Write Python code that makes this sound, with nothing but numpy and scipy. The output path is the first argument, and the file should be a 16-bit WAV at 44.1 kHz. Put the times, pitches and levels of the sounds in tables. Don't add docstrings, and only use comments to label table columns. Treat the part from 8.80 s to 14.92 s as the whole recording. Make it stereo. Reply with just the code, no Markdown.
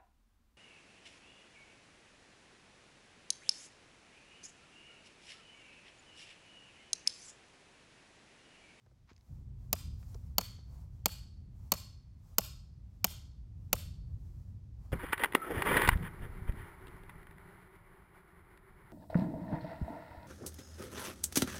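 import sys
import numpy as np
from scipy import signal
from scipy.fft import rfft, irfft
from scipy.io import wavfile

SR = 44100
rng = np.random.default_rng(int(sys.argv[2]) if len(sys.argv) > 2 else 0)


def put_to_file(sound):
    columns = np.atleast_2d(sound).T
    safe = np.clip(columns, -1, 1)
    whole_steps = np.round(safe * 32767)
    wavfile.write(sys.argv[1], SR, whole_steps.astype(np.int16))


N = 269892

# t/s, force/dB, knock f/Hz, knock level/dB, clank gain/dB, treble gain/dB,
# peg note f/Hz, peg note level/dB, sleeve level/dB
BLOWS = [(0.929, -3.5, 1150, -23.5, 1, 3.5, 4943, -23, -76),
         (1.5825, -1, 1000, -21, 1.5, 2, 4430, -18, -77), (2.258, -1, 870, -19, 2, 3, 4436, -19.5, -79.5),
         (2.9196, -0.5, 1089, -20, 1, 1.5, 4380, -19, -73),
         (3.5834, 0.5, 1087, -20, 1, 5, 5124, -21.5, -71.5),
         (4.2438, -0.5, 672, -20, 2, 4.5, 5170, -24.5, -81.5),
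         (4.9298, -1, 585, -18, 2, 4, 3634, -21, -81.5)]
THIRD_OCTAVES_HZ = 20 * 2 ** (np.arange(30) / 3)


def from_db(db):
    return 10 ** (np.asarray(db) / 20)


def at_hz(points, hz):
    freqs, values = np.transpose(points)
    return np.interp(np.log(hz), np.log(freqs), values)


def seconds(length):
    return np.arange(length) / SR


def unit_energy(x):
    return x / np.sqrt(np.sum(x ** 2) / (x.size / x.shape[-1]) + 1e-20)


def butter(x, hz, kind, order=2):
    sections = signal.butter(order, np.clip(hz, 10, .48 * SR), kind, fs=SR, output="sos")
    return signal.sosfilt(sections, x)


def add(track, s, sound):
    start = max(round(s * SR), 0)
    part = sound[:max(N - start, 0)]
    track[start:start + len(part)] += part


def hump(s, sigma_s):
    return np.exp(-.5 * ((seconds(N) - s) / sigma_s) ** 2)


def waver(spread_db, step_s):
    return spread_db * np.interp(seconds(N) / step_s, np.arange(N), rng.standard_normal(N))


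def stereo_bands(length):
    # f/Hz, correlation
    likeness = [(60, 0.94), (130, 1), (290, 0.2), (640, 0.91), (1400, -0.55), (3100, .08), (6800, -0.42),
                (15000, -.05)]
    white = rng.standard_normal((2, 2, length))
    for k, edges in enumerate(zip(THIRD_OCTAVES_HZ, THIRD_OCTAVES_HZ[1:])):
        hz = np.sqrt(edges[0] * edges[1])
        mid, side = butter(white[k % 2], edges, "band")
        alike = np.clip(at_hz(likeness, hz), -1, 1)
        yield hz, np.sqrt(1 + alike) * mid + np.sqrt(1 - alike) * side * [[1], [-1]]


def diffuse_noise(spectrum):
    noise = sum(from_db(at_hz(spectrum, hz)) * band for hz, band in stereo_bands(N))
    return np.sqrt(N) * unit_energy(noise)


def still_air(level_db=-73):
    # f/Hz, relative density/dB
    spectrum = [(200, 4), (450, -10.5), (900, -10.5), (1800, -13.5), (3000, -18.5), (5500, -17),
                (9500, -25), (12500, -30), (16000, -31.5)]
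    return from_db(level_db) * diffuse_noise(spectrum)


def tick(t, hz, t60, spread=1.93):
    noise = rng.standard_normal(len(t)) * from_db(-60 * t / t60)
    burst = butter(noise, [hz / spread, hz * spread], "band", order=3)
    return burst / np.abs(burst).max()


def gear_taps(thump_lag_s=0.00314):
    # t/s, level/dB, body f/Hz, click level/dB re body, thump level/dB re body
    taps = [(0.062, -58.5, 970, -10, -8), (.112, -66, 1090, -17, 0), (1.228, -52.5, 1530, -20, -28),
            (1.345, -51, 850, 6.5, 2.5), (1.785, -56.5, 990, -25, 0.5)]
    out, t = np.zeros(N), seconds(SR // 8)
    for s, db, body_hz, click_db, thump_db in taps:
        body = tick(t, body_hz, t60=0.043)
        click = from_db(click_db) * tick(t, hz=5000, t60=0.016)
        add(out, s, from_db(db) * (body + click))
        add(out, s + thump_lag_s, from_db(db + thump_db) * tick(t, hz=260, t60=0.05))
    return out


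def footstep(step_s=.305, sole_lag_s=0.00815, grains_per_s=900, crunch_hz=1610, spread=1.97):
    # t/s, level/dB
    stalks = [(0.299, -61), (0.332, -56), (0.364, -51.5), (0.379, -54.5), (0.41, -56)]
    t = seconds(SR // 8)
    grains = (rng.random(N) < grains_per_s / SR) * rng.choice([-1, 1], N)
    grains = grains * from_db(3 * rng.standard_normal(N))
    crunch = butter(grains, [crunch_hz / spread, crunch_hz * spread], "band")
    out = from_db(-62) * hump(step_s, sigma_s=0.017) * crunch / crunch.std()
    add(out, step_s + sole_lag_s, from_db(-51) * tick(t, hz=208, t60=0.029))
    for s, db in stalks:
        snap_hz = 2830 + 5700 * (s - step_s)
        add(out, s, from_db(db) * tick(t, snap_hz, t60=0.0093, spread=2.15))
    return out


def distant_rumble(start_s=.468, rise_s=.028, lull_db=-65, boost_db=2):
    # t/s, relative level/dB
    drift = [(0.68, -47), (1.04, -46.5), (1.86, -50.5), (2.96, -50), (3.13, -52), (3.35, -55),
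             (3.58, -52.5), (4.7, -51), (4.91, -46.5), (5.74, -48), (5.89, -50), (6.1, -49.5)]
    # f/Hz, relative density/dB
    spectrum = [(13, -41), (22, -10), (52, 1.5), (94, -0.5), (122, -5), (260, -26.5), (365, -58.5),
                (500, -35.5), (650, -73), (1100, -120)]
    t = seconds(N)
    onset = np.clip((t - start_s) / rise_s, 0, 1)
    drift_db = np.interp(t, *np.transpose(drift)) + boost_db
    envelope = from_db(lull_db + onset * (drift_db - lull_db) + waver(spread_db=1, step_s=.09))
    return butter(envelope * diffuse_noise(spectrum), 36, "high", order=4)


def sleeve(lead_s=.08, swing_sigma_s=.06, swing_rub_db=-1):
    # f/Hz, relative density/dB
    nylon = [(500, -12), (2000, -2), (3000, -10.5), (4500, -1.5), (6500, 2.5), (9500, -4), (12500, -4),
             (16000, -3.5)]
    # f/Hz, relative density/dB
    padding = [(250, -7.5), (600, 1.5), (1100, 2.5), (1700, -10), (4000, -23.5), (12000, -43)]
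    # t/s, Gaussian width/s, hiss level/dB, rub level/dB
    shifts = [(.53, 0.1, -77.5, -78.5), (1.29, 0.1, -68, -72), (1.962, 0.066, -71, -69),
              (5.52, 0.16, -76.5, -80.5), (6.09, .074, -75, -70.5)]
    swings = [(s - lead_s, swing_sigma_s, db, db + swing_rub_db) for s, *_, db in BLOWS]
    hiss = rub = 0
    for s, sigma_s, hiss_db, rub_db in swings + list(shifts):
        speed = hump(s, sigma_s)
        hiss += from_db(hiss_db) * speed
        rub += from_db(rub_db) * speed
    folds = from_db(waver(spread_db=1.5, step_s=0.03))
    return folds * (hiss * diffuse_noise(nylon) + rub * diffuse_noise(padding))


def strike_gain(hz, clank_db, treble_db):
    curve = [(1000, 0), (2000, clank_db), (3300, clank_db), (5000, 0), (8000, 0), (12000, treble_db)]
    return from_db(at_hz(curve, hz))


def crack(t, tone, contact_s=.002, snap_db=3, snap_s=.0005):
    # f/Hz, relative density/dB
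    spectrum = [(150, 4.5), (400, 2), (560, 8.5), (900, 7.5), (1300, 4.5), (1800, -1.5), (2800, 10.5),
                (3900, -2.5), (5500, 4.5), (7500, 7.5), (11000, 1.5), (13500, -1.5), (16000, 6.5)]
    # f/Hz, T60/s
    decay = [(200, .04), (800, .024), (2500, .02), (5000, .019), (8000, .015), (14000, .012)]
    out = np.zeros(len(t))
    for edges in zip(THIRD_OCTAVES_HZ[8:], THIRD_OCTAVES_HZ[9:]):
        hz = np.sqrt(edges[0] * edges[1])
        fade_db = snap_db * np.exp(-t / snap_s) - 60 * np.maximum(t - contact_s, 0) / at_hz(decay, hz)
        grind = butter(rng.standard_normal(len(t)) * from_db(fade_db), edges, "band")
        band_share = np.sqrt(2 * (edges[1] - edges[0]) / SR)
        out += unit_energy(grind) * band_share * from_db(at_hz(spectrum, hz)) * strike_gain(hz, *tone)
    return out


def ring(t, hz, t60):
    return np.sin(2 * np.pi * hz * t) * from_db(-60 * t / t60)


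def steel_modes(t, tone, note_hz, note_db):
    # f/Hz, level/dB, T60/s
    modes = [(610, -28, .016), (1320, -27.5, .018), (2450, -27, .02), (2880, -24, .018),
             (3130, -27.5, .018), (3630, -27, .02), (4375, -28, .02), (5150, -28.5, .02), (6820, -27, .015),
             (7400, -23.5, .013), (8190, -22, .014), (9090, -30, .012), (12930, -16, .011),
             (13350, -18, .008), (14000, -24, .008), (15420, -22, .009)]
    out = from_db(note_db) * ring(t, note_hz, t60=.025)
    for hz, db, t60 in modes:
        stray_db, detune = rng.standard_normal(2)
        if abs(hz / note_hz - 1) > .03:
            mode_hz = hz * (1 + .006 * detune)
            amplitude = rng.choice([-1, 1]) * from_db(db + stray_db) * strike_gain(hz, *tone)
            out += amplitude * ring(t, mode_hz, t60)
    return out


def turf_thud(t, thud_hz=180, stiff_hz=100, relax_s=0.0042, thud_db=-28, t60=0.062, rise_s=0.003):
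    cycles = thud_hz * t + stiff_hz * relax_s * (1 - np.exp(-t / relax_s))
    envelope = from_db(thud_db - 60 * t / t60) * (1 - np.exp(-t / rise_s))
    return envelope * np.sin(2 * np.pi * cycles)


def impact(t, knock_hz, knock_db, tone, note_hz, note_db, knock_rise_s=.0008):
    knock = from_db(knock_db) * ring(t, knock_hz, t60=0.02) * (1 - np.exp(-t / knock_rise_s))
    peg = crack(t, tone) + steel_modes(t, tone, note_hz, note_db) + knock
    radiated = butter(peg, 410, "high", order=3)
    return radiated + turf_thud(t)


def hammering(tones_db=0):
    # t/s, force/dB
    rebounds = [(1.6109, -19), (2.9377, -17.5)]
    out, t = np.zeros(N), seconds(SR // 10)
    for s, force_db, knock_hz, knock_db, clank_db, treble_db, note_hz, note_db, _ in BLOWS:
        hit = impact(t, knock_hz, knock_db + tones_db, (clank_db, treble_db), note_hz, note_db + tones_db)
        add(out, s, from_db(force_db) * hit)
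    for s, force_db in rebounds:
        last_blow = max(blow for blow in BLOWS if blow[0] < s)
        _, _, knock_hz, knock_db, clank_db, treble_db, *note, _ = last_blow
        touch = impact(t, knock_hz, knock_db + 0.5, (clank_db, treble_db - 4.5), *note)
        add(out, s, from_db(force_db) * touch)
    return out


def tarp_slaps(x):
    # delay/s, level/dB, lowest f/Hz, highest f/Hz
    reflections = [(.0245, -29, 5000, 15000), (.020, -28, 600, 1200), (.032, -24, 1100, 2100)]
    out = np.zeros(N)
    for delay_s, db, low_hz, high_hz in reflections:
        add(out, delay_s, from_db(db) * butter(x, [low_hz, high_hz], "band"))
    return out


def wood_echo(x, first_s=0.0089, edge_s=0.02, full_s=.062, near_db=-7):
    # f/Hz, level/dB re the incident sound
    spectrum = [(150, -16.5), (400, -19.5), (800, -28.5), (1300, -16), (2800, -21.5), (4500, -11),
                (7500, -18), (11000, -21.5), (13000, -21.5), (16000, -27)]
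    # f/Hz, T60/s
    decay = [(200, 0.2), (1000, 0.57), (3000, 0.42), (4500, 0.58), (8000, 0.38), (13000, 0.26),
             (16000, 0.15)]
    t = seconds(SR * 4 // 5)
    swell = from_db(np.interp(t, [0, first_s, edge_s, full_s], [-40, near_db, near_db, 0]))
    lumps = from_db(np.interp(t, np.linspace(0, t[-1], 160), rng.standard_normal(160)))
    response = 0
    for hz, band in stereo_bands(len(t)):
        fade = from_db(-60 * np.maximum(t - full_s, 0) / at_hz(decay, hz))
        envelope = unit_energy(swell * fade * lumps)
        response += from_db(at_hz(spectrum, hz)) * envelope * band / np.sqrt(2)
    return signal.fftconvolve(x[None], response, axes=1)[:, :N]


def from_left(direct, scattered):
    # f/Hz, left level/dB re right, coherence
    balance = [(60, 2, 1), (200, 1.8, 1), (380, 3, 1), (700, 5, .99), (1300, 4.8, .95), (2400, 4, .9),
               (4400, 4.2, .82), (8000, 2.2, .9), (10000, 0, .9)]
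    # f/Hz, lag/s
    lag = [(1000, .00016), (1600, .00025), (2300, .00014), (3900, .00016), (4600, .0002), (5800, .000135),
           (7600, .000185), (10000, .000137), (13000, .000094), (16000, .000075)]
    hz = np.fft.rfftfreq(N, 1 / SR) + 1
    lean = from_db(at_hz(np.array(balance)[:, [0, 1]], hz) / 2)
    alike = at_hz(np.array(balance)[:, [0, 2]], hz)
    delay = np.exp(-2j * np.pi * hz * at_hz(lag, hz))
    left = rfft(direct)
    right = (alike * left + 1j * np.sqrt(1 - alike ** 2) * rfft(scattered)) * delay
    return irfft(np.array([left * lean, right / lean]), N)


def lean_left(x, db):
    return x * from_db([[db], [-db]])


def scene():
    rays = [hammering(tones_db=-2) for _ in range(3)]
    echo = sum(wood_echo(ray) for ray in rays) / np.sqrt(len(rays)) + tarp_slaps(rays[1])
    direct = gear_taps() + footstep() + hammering()
    scattered = gear_taps() + footstep() + rays[0]
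    ambience = lean_left(still_air() + distant_rumble(), db=1.5)
    return ambience + from_left(direct, scattered) + sleeve() + lean_left(echo, db=0.93)


def record(dry, cutoff_hz=15900):
    return signal.sosfilt(signal.ellip(10, .1, 80, cutoff_hz, fs=SR, output="sos"), dry)


dry = scene()
out = record(dry)
put_to_file(out)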